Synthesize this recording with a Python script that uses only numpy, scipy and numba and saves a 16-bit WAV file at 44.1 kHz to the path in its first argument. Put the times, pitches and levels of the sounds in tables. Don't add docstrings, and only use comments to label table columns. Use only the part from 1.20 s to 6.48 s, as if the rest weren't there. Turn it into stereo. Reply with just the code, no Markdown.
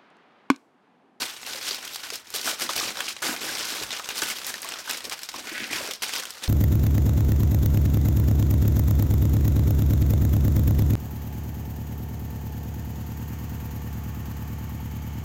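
import sys
import numpy as np
from scipy import signal
from scipy.fft import rfft, irfft
from scipy.io import wavfile
from scipy.ndimage import uniform_filter1d
from numba import njit

SR = 44100
rng = np.random.default_rng(int(sys.argv[2]) if len(sys.argv) > 2 else 0)


def inscribe(sig):
    pcm = np.round(np.clip(np.atleast_2d(sig).T, -1, 1) * 32767)
    wavfile.write(sys.argv[1], SR, pcm.astype(np.int16))


N = 232892
TIME = np.arange(N) / SR

# frequency_hz, gain_db
AIR_SPECTRUM = [(25, -26), (55, 4), (130, 6), (300, -11), (1000, 4), (4000, -17), (16000, -46)]
BENCH_SPECTRUM = [(20, -13), (50, -3), (85, -2.5), (130, 2), (220, -10), (1000, -49)]
RUB_SPECTRUM = [(40, -44), (100, -17.5), (155, -10), (210, -8.5), (260, -3), (350, 0.5), (600, -5),
                (1200, -13.5), (4000, -24)]
RASP_SPECTRUM = [(500, -44), (1100, -29), (1500, 3), (1950, 6), (2350, 4), (3000, -1), (5000, -8.5),
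                 (12000, -27)]
FOIL_SPECTRUM = [(150, -18.5), (350, -9), (700, -5.5), (1100, -2.5), (1480, -1), (1800, -1.5), (3000, 1),
                 (5300, 1), (7000, -3), (10000, -9), (13000, -8.5), (16000, -21.5)]
# start_s, length_s, level_db
BENCH_LEANS = [(1.552, 0.15, -49), (2.28, 0.19, -54), (2.602, .11, -47), (3.02, 0.036, -52),
               (4.387, .04, -45), (4.49, 0.14, -53)]
# frequency_hz, gain_db, t60_s
TUB_MODES = [(84, -28, .15), (212.7, 4.5, 0.2), (254, 7.5, 0.31), (315.5, 0.5, 0.12), (420, -12.5, 0.063),
             (522, -3, 0.045), (760, 2.5, 0.087), (1020, -5, 0.071), (1486, 11, 0.15), (1880, -52, 0.07),
             (2440, -2, 0.059)]
# start_s, level_db, pitch_hz
TUB_KNOCKS = [(.019, -33, 445), (.024, -37, 262), (.348, -31, 533), (.509, -29, 400), (0.923, -27.5, 451),
              (1.144, -27.5, 435), (1.274, -21.5, 670), (1.326, -27, 573), (1.495, -28, 570),
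              (1.565, -32, 635), (1.79, -29, 585), (2.039, -27, 395), (2.065, -23.5, 352),
              (2.091, -20.5, 286), (2.405, -28, 450), (2.613, -27, 426), (3.023, -31, 320),
              (4.317, -29.5, 335), (4.402, -26.5, 328), (4.421, -30, 250), (4.506, -31, 269),
              (4.531, -28.5, 350), (4.607, -25.5, 576), (4.686, -25.5, 418), (4.997, -33, 510)]
# time_s, level_db
RIM_SCRAPE = [(4.22, -54), (4.27, -33), (4.32, -35), (4.36, -30.5), (4.42, -27.5), (4.48, -40),
              (4.55, -28.5), (4.68, -58), (4.76, -75)]
# start_s, level_db, pitch_hz
PANEL_POPS = [(.022, -26.5, 990), (1.275, -20, 1490), (1.493, -19, 1245), (1.562, -22.5, 720),
              (1.608, -23.5, 1200), (1.632, -23, 1094), (2.089, -22, 1450), (3.021, -20.5, 1500),
              (3.455, -28, 1060), (3.926, -24, 1360), (4.705, -27.5, 1200)]
# start_s, level_db, fine_relative_db, length_s
PANEL_BUCKLES = [(0.02, -24.5, 1, 0.0096), (.475, -23, 1, 0.014), (0.517, -28, 2, 0.0032),
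                 (1.14, -24.5, 5, 0.034), (1.264, -23.5, 4, 0.044), (1.403, -27, -4, 0.056),
                 (1.496, -23.5, -2, 0.018), (1.556, -26, 1, 0.0082), (1.681, -25.5, -2, 0.019),
                 (1.883, -24.5, 4, 0.012), (2.02, -25, -2, 0.081), (2.407, -25, -12, .0043),
                 (3.018, -21, -9, 0.0098), (3.087, -34, 9, 0.036), (3.268, -30, 7, 0.04),
                 (3.694, -21.5, -9, 0.013), (3.77, -29, 4, 0.016), (3.841, -31, 2, 0.02),
                 (3.923, -30, -2, 0.02), (4.09, -27, -3, 0.0078), (4.147, -37, 0, .008),
                 (4.529, -29.5, 3.5, 0.063), (4.821, -19.5, 3, 0.025), (5.233, -27.5, 1, 0.019)]
# start_s, level_db, pitch_hz, treble_relative_db
FOLD_SNAPS = [(.0194, -8.5, 4400, -7), (.0632, -19, 3340, 9), (.231, -19.5, 2000, -11),
              (.2643, -19, 5600, 4), (.3326, -17, 3950, 5), (.413, -18, 5000, -7), (.4875, -12.5, 4570, 5),
              (.5096, -8, 4700, 1), (.5456, -12.5, 5340, 2), (.6516, -18.5, 5750, 10),
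              (.6771, -18, 3180, 6), (.759, -13.5, 4670, 4), (.9028, -12.5, 4980, -5),
              (.9563, -15, 5300, 9), (1.1033, -21.5, 3600, 6), (1.161, -11, 3970, 11),
              (1.2133, -14.5, 5900, 13), (1.398, -15, 3690, 9), (1.4204, -8.5, 5000, 5),
              (1.4915, -10.5, 3600, -4), (1.5634, -7, 4600, 15), (1.7903, -17, 3320, -1),
              (1.8051, -6, 3080, -2), (1.8817, -10, 2740, -2), (1.9654, -18.5, 3950, -19),
              (2.0254, -11.5, 1436, 13), (2.0669, -11, 4640, -10), (2.1635, -15, 2350, -6),
              (2.2905, -12.5, 1600, 8), (2.394, -28, 3330, -9), (2.5037, -12, 5270, 7),
              (2.707, -13.5, 3500, -3), (2.717, -12.5, 3660, -8), (2.7652, -16, 2900, 8),
              (2.7964, -12.5, 1260, -10), (2.8574, -20.5, 1470, 4), (2.8893, -9.5, 2810, 4),
              (2.9064, -16, 2670, -8), (2.9892, -26, 1430, -2), (3.02, -7, 5900, 0),
              (3.1014, -10.5, 2140, 8), (3.1135, -12.5, 2240, 2), (3.216, -20, 1570, 6),
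              (3.2665, -12.5, 11300, 22), (3.3409, -11, 1820, -3), (3.419, -17, 6600, 29),
              (3.4305, -17.5, 1780, 2), (3.4461, -16.5, 1100, 16), (3.489, -13.5, 7850, 9),
              (3.5214, -14, 2670, 0), (3.5384, -17, 3270, -2), (3.6764, -17.5, 1590, 14),
              (3.6952, -13.5, 1725, 22), (3.71, -8.5, 2540, 10), (3.8062, -19, 1910, -5),
              (3.8522, -15, 5600, 3), (3.8965, -15, 5400, 0), (3.922, -12.5, 2280, -10),
              (3.9914, -20, 4200, 4), (4.0328, -14.5, 5600, 9), (4.089, -15, 5220, 0),
              (4.1415, -14.5, 1050, -3), (4.1937, -19.5, 3980, 0), (4.379, -13.5, 2265, -9),
              (4.4415, -13.5, 2730, -18), (4.5312, -7.5, 2360, -4), (4.7106, -12.5, 3450, 4),
              (4.7357, -14.5, 5400, 3), (4.893, -14, 2080, 5), (4.9362, -10, 3570, -5),
              (4.982, -19, 3250, 10), (5.035, -16.5, 1430, -8), (5.054, -15, 3170, 8),
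              (5.1056, -18, 5300, 15), (5.2381, -13, 3580, 8), (5.2764, -15.5, 4240, 3)]
# time_s, flatness (0 to 1)
FINGER_FLATNESS = [(0, 0.87), (1.5, 0), (1.62, 0.53), (1.8, 0), (2.2, 0.97), (2.6, 0.1), (2.8, 0.12),
                   (4.2, 0.04), (4.3, 0.2), (4.7, 0.4), (4.9, 0.5)]
# time_s, level_db
LIGHT_HOLD = [(0, -26.5), (.18, -38.5), (.58, -35), (.8, -36.5), (.97, -36.5), (1.03, -49), (1.125, -38),
              (1.17, -33.5), (1.91, -34), (1.95, -45), (2.0, -43), (2.05, -33.5), (3.3, -34.5),
              (4.1, -39.5), (4.74, -39.5), (4.8, -50), (4.84, -33.5), (5.28, -40.5)]
# start_s, length_s, crackle_db, fine_relative_db, broad_relative_db, push_db
FINGER_SQUEEZES = [(0, 0.039, -26, 3, 2, -34.5), (0.252, 0.14, -30, 1, 1, -53),
                   (0.414, 0.15, -28, -1, -3, -48), (0.628, 0.043, -36.5, -2, 6.5, -59),
                   (0.716, 0.044, -30.5, 2.5, -14, -58), (0.826, 0.048, -30.5, 1, 3, -64),
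                   (0.914, 0.047, -28.5, 1, -5, -45), (1.135, 0.18, -30, -1, -17, -48.5),
                   (1.237, .1, -24, 1.5, -1.5, -42.5), (1.398, 0.056, -26, 5.5, -1, -36),
                   (1.49, 0.046, -23, -3, -7, -50), (1.547, 0.14, -22.5, -1, -1.5, -37),
                   (1.745, 0.093, -33.5, 1, 7.5, -45.5), (1.832, 0.096, -27.5, -4, -15, -50),
                   (2.017, 0.13, -28.5, 6, 7.5, -41), (2.202, 0.16, -27, 1, 1.5, -38.5),
                   (2.359, 0.28, -26, -1, -0.5, -45), (2.695, 0.075, -27, -9, 1.5, -58),
                   (2.777, 0.015, -31, 4, 2, -52), (2.889, 0.046, -30, -6, 2, -45),
                   (2.947, 0.19, -25.5, 3, 0.5, -44.5), (3.146, 0.042, -29.5, 1.5, -17, -49),
                   (3.241, 0.063, -26.5, -2, 1, -61), (3.429, 0.17, -36.5, -7, 7.5, -51),
                   (3.669, 0.085, -27, -1, 0.5, -56), (3.833, 0.051, -46, -7, 8, -39.5),
                   (3.903, .04, -33, 3, 10, -52), (4.031, 0.022, -34.5, 2, -1, -64),
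                   (4.135, 0.08, -33, -4, 2.5, -41), (4.232, 0.26, -37, 2, 5.5, -47),
                   (4.499, 0.22, -28.5, -0.5, 3.5, -44), (4.734, 0.023, -28.5, -2, -16, -64),
                   (4.811, 0.12, -30, -7, -5, -67), (4.919, 0.085, -23.5, -0.5, -1.5, -46),
                   (5.017, 0.019, -32.5, 2, 5, -62), (5.214, 0.05, -33, -1, 3, -42.5)]


def undb(db):
    return 10 ** (np.asarray(db) / 20)


def unit(x):
    return x / np.sqrt(np.mean(x ** 2))


def curve(table):
    return np.interp(TIME, *np.transpose(table))


def add(out, start_s, sound):
    i = max(int(start_s * SR), 0)
    out[i:i + len(sound)] += sound[:max(N - i, 0)]


def colour(x, spectrum, size=4096):
    hz, db = np.transpose(spectrum)
    gain_db = np.interp(np.log(np.fft.rfftfreq(size, 1 / SR) + 1), np.log(hz), db)
    cepstrum = irfft(np.log(undb(gain_db)))
    cepstrum[1:size // 2] *= 2
    cepstrum[size // 2 + 1:] = 0
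    return signal.fftconvolve(x, irfft(np.exp(rfft(cepstrum))))[:len(x)]


def room_air():
    return undb(-55.5) * unit(colour(rng.standard_normal(N), AIR_SPECTRUM))


def workshop(x, near_s=0.0017, near_db=-7, room_db=-10, t60_low_s=0.47, t60_high_s=0.082):
    t, out = TIME[:SR // 2], x
    edges_hz = [180, 370, 700, 1250, 1750, 2700, 4000, 6000, 9500, 16500]
    near = np.exp(-2 * t / near_s) * (t > .001)
    for lo, hi, t60 in zip(edges_hz, edges_hz[1:], np.linspace(t60_low_s, t60_high_s, len(edges_hz) - 1)):
        band = signal.butter(3, [lo, hi], "bandpass", fs=SR, output="sos")
        tail = undb(-60 * t / t60) ** 2 * (t > .006)
        echoes = undb(near_db) ** 2 * near / near.sum() + undb(room_db) ** 2 * tail / tail.sum()
        energy = signal.fftconvolve(signal.sosfilt(band, x) ** 2, echoes)[:N]
        out = out + np.sqrt(np.abs(energy)) * unit(signal.sosfilt(band, rng.standard_normal(N)))
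    return out


def slips(per_s):
    return rng.standard_normal(N) * (rng.random(N) < per_s / SR)


def avalanches(per_s, fade_s, share):
    triggers = (rng.random(N) < per_s / SR) * rng.uniform(0.31, 1, N) ** 2
    power = signal.lfilter([1], [1, -np.exp(-1 / (fade_s * SR))], triggers)
    power /= uniform_filter1d(power, size=3500) + 0.066 * power.mean()
    return unit(np.sqrt(1 - share + share * power))


def stroke(length_s, attack_s=.014, yield_db=-2.0, release_s=0.0053):
    t = TIME[:SR // 2]
    attack = np.minimum(t / attack_s, 1)
    sag = undb(yield_db * np.minimum(t / length_s, 1))
    return attack * sag * np.exp(-np.maximum(t - length_s, 0) / release_s)


def bench(on_tub, share_db=-16.5):
    force = undb(share_db) * on_tub
    for start_s, length_s, db in BENCH_LEANS:
        add(force, start_s, undb(db) * stroke(length_s))
    return unit(colour(slips(per_s=400), BENCH_SPECTRUM)) * force


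def tub(foil, on_tub, thud_s=0.0029, coupling_db=-8.5):
    t = TIME[:SR // 4]
    body = np.zeros(len(t))
    for hz, db, t60 in TUB_MODES:
        gain = undb(db) * 2 * np.log(1000) / (t60 * SR)
        body += gain * np.cos(2 * np.pi * hz * t) * undb(-60 * t / t60)
    contact = unit(colour(slips(per_s=700), RUB_SPECTRUM)) * on_tub
    thud = np.e * t / thud_s * np.exp(-t / thud_s)
    for start_s, db, hz in TUB_KNOCKS:
        add(contact, start_s, undb(db - 1.5) * np.sin(2 * np.pi * hz * t) * thud)
    return contact + signal.fftconvolve(contact + undb(coupling_db) * foil, body)[:N]


def scraping():
    rasp = unit(colour(slips(per_s=2500), RASP_SPECTRUM))
    catches = avalanches(per_s=84, fade_s=0.0073, share=0.67)
    return rasp * catches * undb(curve(RIM_SCRAPE))


def facet(t, hz, ring_s):
    neighbour_hz = hz * np.exp(0.18 * rng.standard_normal((2, 1)))
    neighbours = np.sin(2 * np.pi * (neighbour_hz * t + rng.random((2, 1)))).sum(0)
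    decay = np.exp(-t / ring_s * np.sqrt(hz / 4000))
    return (np.sin(2 * np.pi * hz * t) + 0.56 * neighbours) * decay


def popping(ring_s=0.002, rise_s=.0005):
    out, t = np.zeros(N), TIME[:SR // 20]
    for start_s, db, hz in PANEL_POPS:
        add(out, start_s, undb(db + 4.5) * facet(t, hz, ring_s) * (1 - np.exp(-t / rise_s)))
    return out


def registers(x, edges_hz=(2400, 7500)):
    low, low_and_middle = (signal.sosfiltfilt(signal.butter(3, hz, fs=SR, output="sos"), x)
                           for hz in edges_hz)
    return low, low_and_middle - low, x - low_and_middle


@njit
def ring(start, hz, decay_s, amplitude):
    out = np.zeros(N)
    for k in range(len(start)):
        phasor = amplitude[k] + 0j
        step = np.exp((2j * np.pi * hz[k] - 1 / decay_s[k]) / SR)
        for i in range(start[k], min(N, start[k] + int(5 * decay_s[k] * SR))):
            phasor *= step
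            out[i] += phasor.imag
    return out


def creases(per_s, spread_db, ring_s, modes=4):
    count = int(per_s * N / SR)
    when, rank = rng.random((2, count))
    place, damping, sign = rng.random((3, count, modes))
    hz = 200 + 16000 * place ** 2
    stiffness = np.sqrt(hz / 4000)
    amplitude = undb(-spread_db * np.log(rank + 0.0083))[:, None] * stiffness * np.sign(sign - .5)
    decay_s = ring_s * (0.4 + 2 * damping ** 2) / stiffness
    start = np.repeat((when * N).astype(np.int64), modes)
    crackle = colour(ring(start, hz.ravel(), decay_s.ravel(), amplitude.ravel()), FOIL_SPECTRUM)
    return crackle / np.sqrt(uniform_filter1d(crackle ** 2, size=1000) + 1e-9)


def buckling():
    broad, middle, fine = registers(creases(per_s=6000, spread_db=2, ring_s=.0006))
    force, fine_force = np.zeros(N), np.zeros(N)
    t = TIME[:SR // 8]
    onset = 1 + 0.22 * np.exp(-t / 0.00041)
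    for start_s, db, fine_db, length_s in PANEL_BUCKLES:
        run = undb(db) * onset / (1 + (t / length_s) ** 6)
        add(force, start_s, run)
        add(fine_force, start_s, run * undb(fine_db))
    return force * (broad + middle) + fine_force * fine


def small_folds(force, per_s=15):
    draws = rng.random((int(per_s * N / SR), 4))
    return [(when * N / SR, 20 * np.log10(force[int(when * N)]) + 13 - 6 * weak,
             2600 * 2.3 ** pitch, 9 * bright) for when, weak, pitch, bright in draws]


def snapping(folds, crack_s=0.00046, ring_s=0.0038):
    out, t = np.zeros(N), TIME[:SR // 30]
    shiver = .2 * np.exp(-t / .005)
    for start_s, db, hz, treble_db in folds:
        force = rng.choice([-1., 1.], len(t)) * (np.exp(-t / crack_s) + shiver)
        force[0] = 2.3
        broad, middle, fine = registers(colour(np.roll(force, shift=8), FOIL_SPECTRUM))
        tick = unit(broad + middle + undb(treble_db) * fine)
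        ring_db = rng.normal(-1, 4.5)
        snap = tick + undb(ring_db) * unit(facet(t, hz, ring_s))
        add(out, start_s, undb(db - 18) * unit(snap))
    return out


def hands(hold_broad_db=0.75, hold_push_db=-20.5):
    creep = avalanches(per_s=60, fade_s=0.0069, share=0.41)
    hold = creep * undb(curve(LIGHT_HOLD))
    power = (hold * undb([hold_broad_db, 0, 0, hold_push_db])[:, None]) ** 2
    for start_s, length_s, db, fine_db, broad_db, push_db in FINGER_SQUEEZES:
        shape = stroke(length_s)
        for part, part_db in zip(power, (db + broad_db, db, db + fine_db, push_db)):
            add(part, start_s, (undb(part_db) * shape) ** 2)
    return np.sqrt(power)


def crumpling(on_broad, on_middle, on_fine):
    unevenness = 0.73 * (1 - curve(FINGER_FLATNESS))
    crackle = creases(per_s=3400, spread_db=2.5, ring_s=0.00065)
    crackle *= avalanches(per_s=130, fade_s=0.0052, share=unevenness)
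    broad, middle, fine = registers(crackle)
    return on_broad * broad + on_middle * middle + on_fine * fine


def scene():
    on_broad, on_middle, on_fine, on_tub = hands()
    foil = crumpling(on_broad, on_middle, on_fine) + buckling() + popping() + scraping()
    foil += snapping(list(FOLD_SNAPS) + small_folds(on_middle))
    direct = foil + tub(foil, on_tub) + bench(on_tub)
    channel_gains = undb([[0], [-47]])
    return channel_gains * (undb(-0.76) * workshop(direct) + room_air())


def record(dry, ceiling=.7, cutoff_hz=16050):
    rounded = ceiling * np.tanh(dry / ceiling)
    return signal.sosfilt(signal.ellip(10, .2, 70, cutoff_hz, fs=SR, output="sos"), rounded)


dry = scene()
out = record(dry)
inscribe(out)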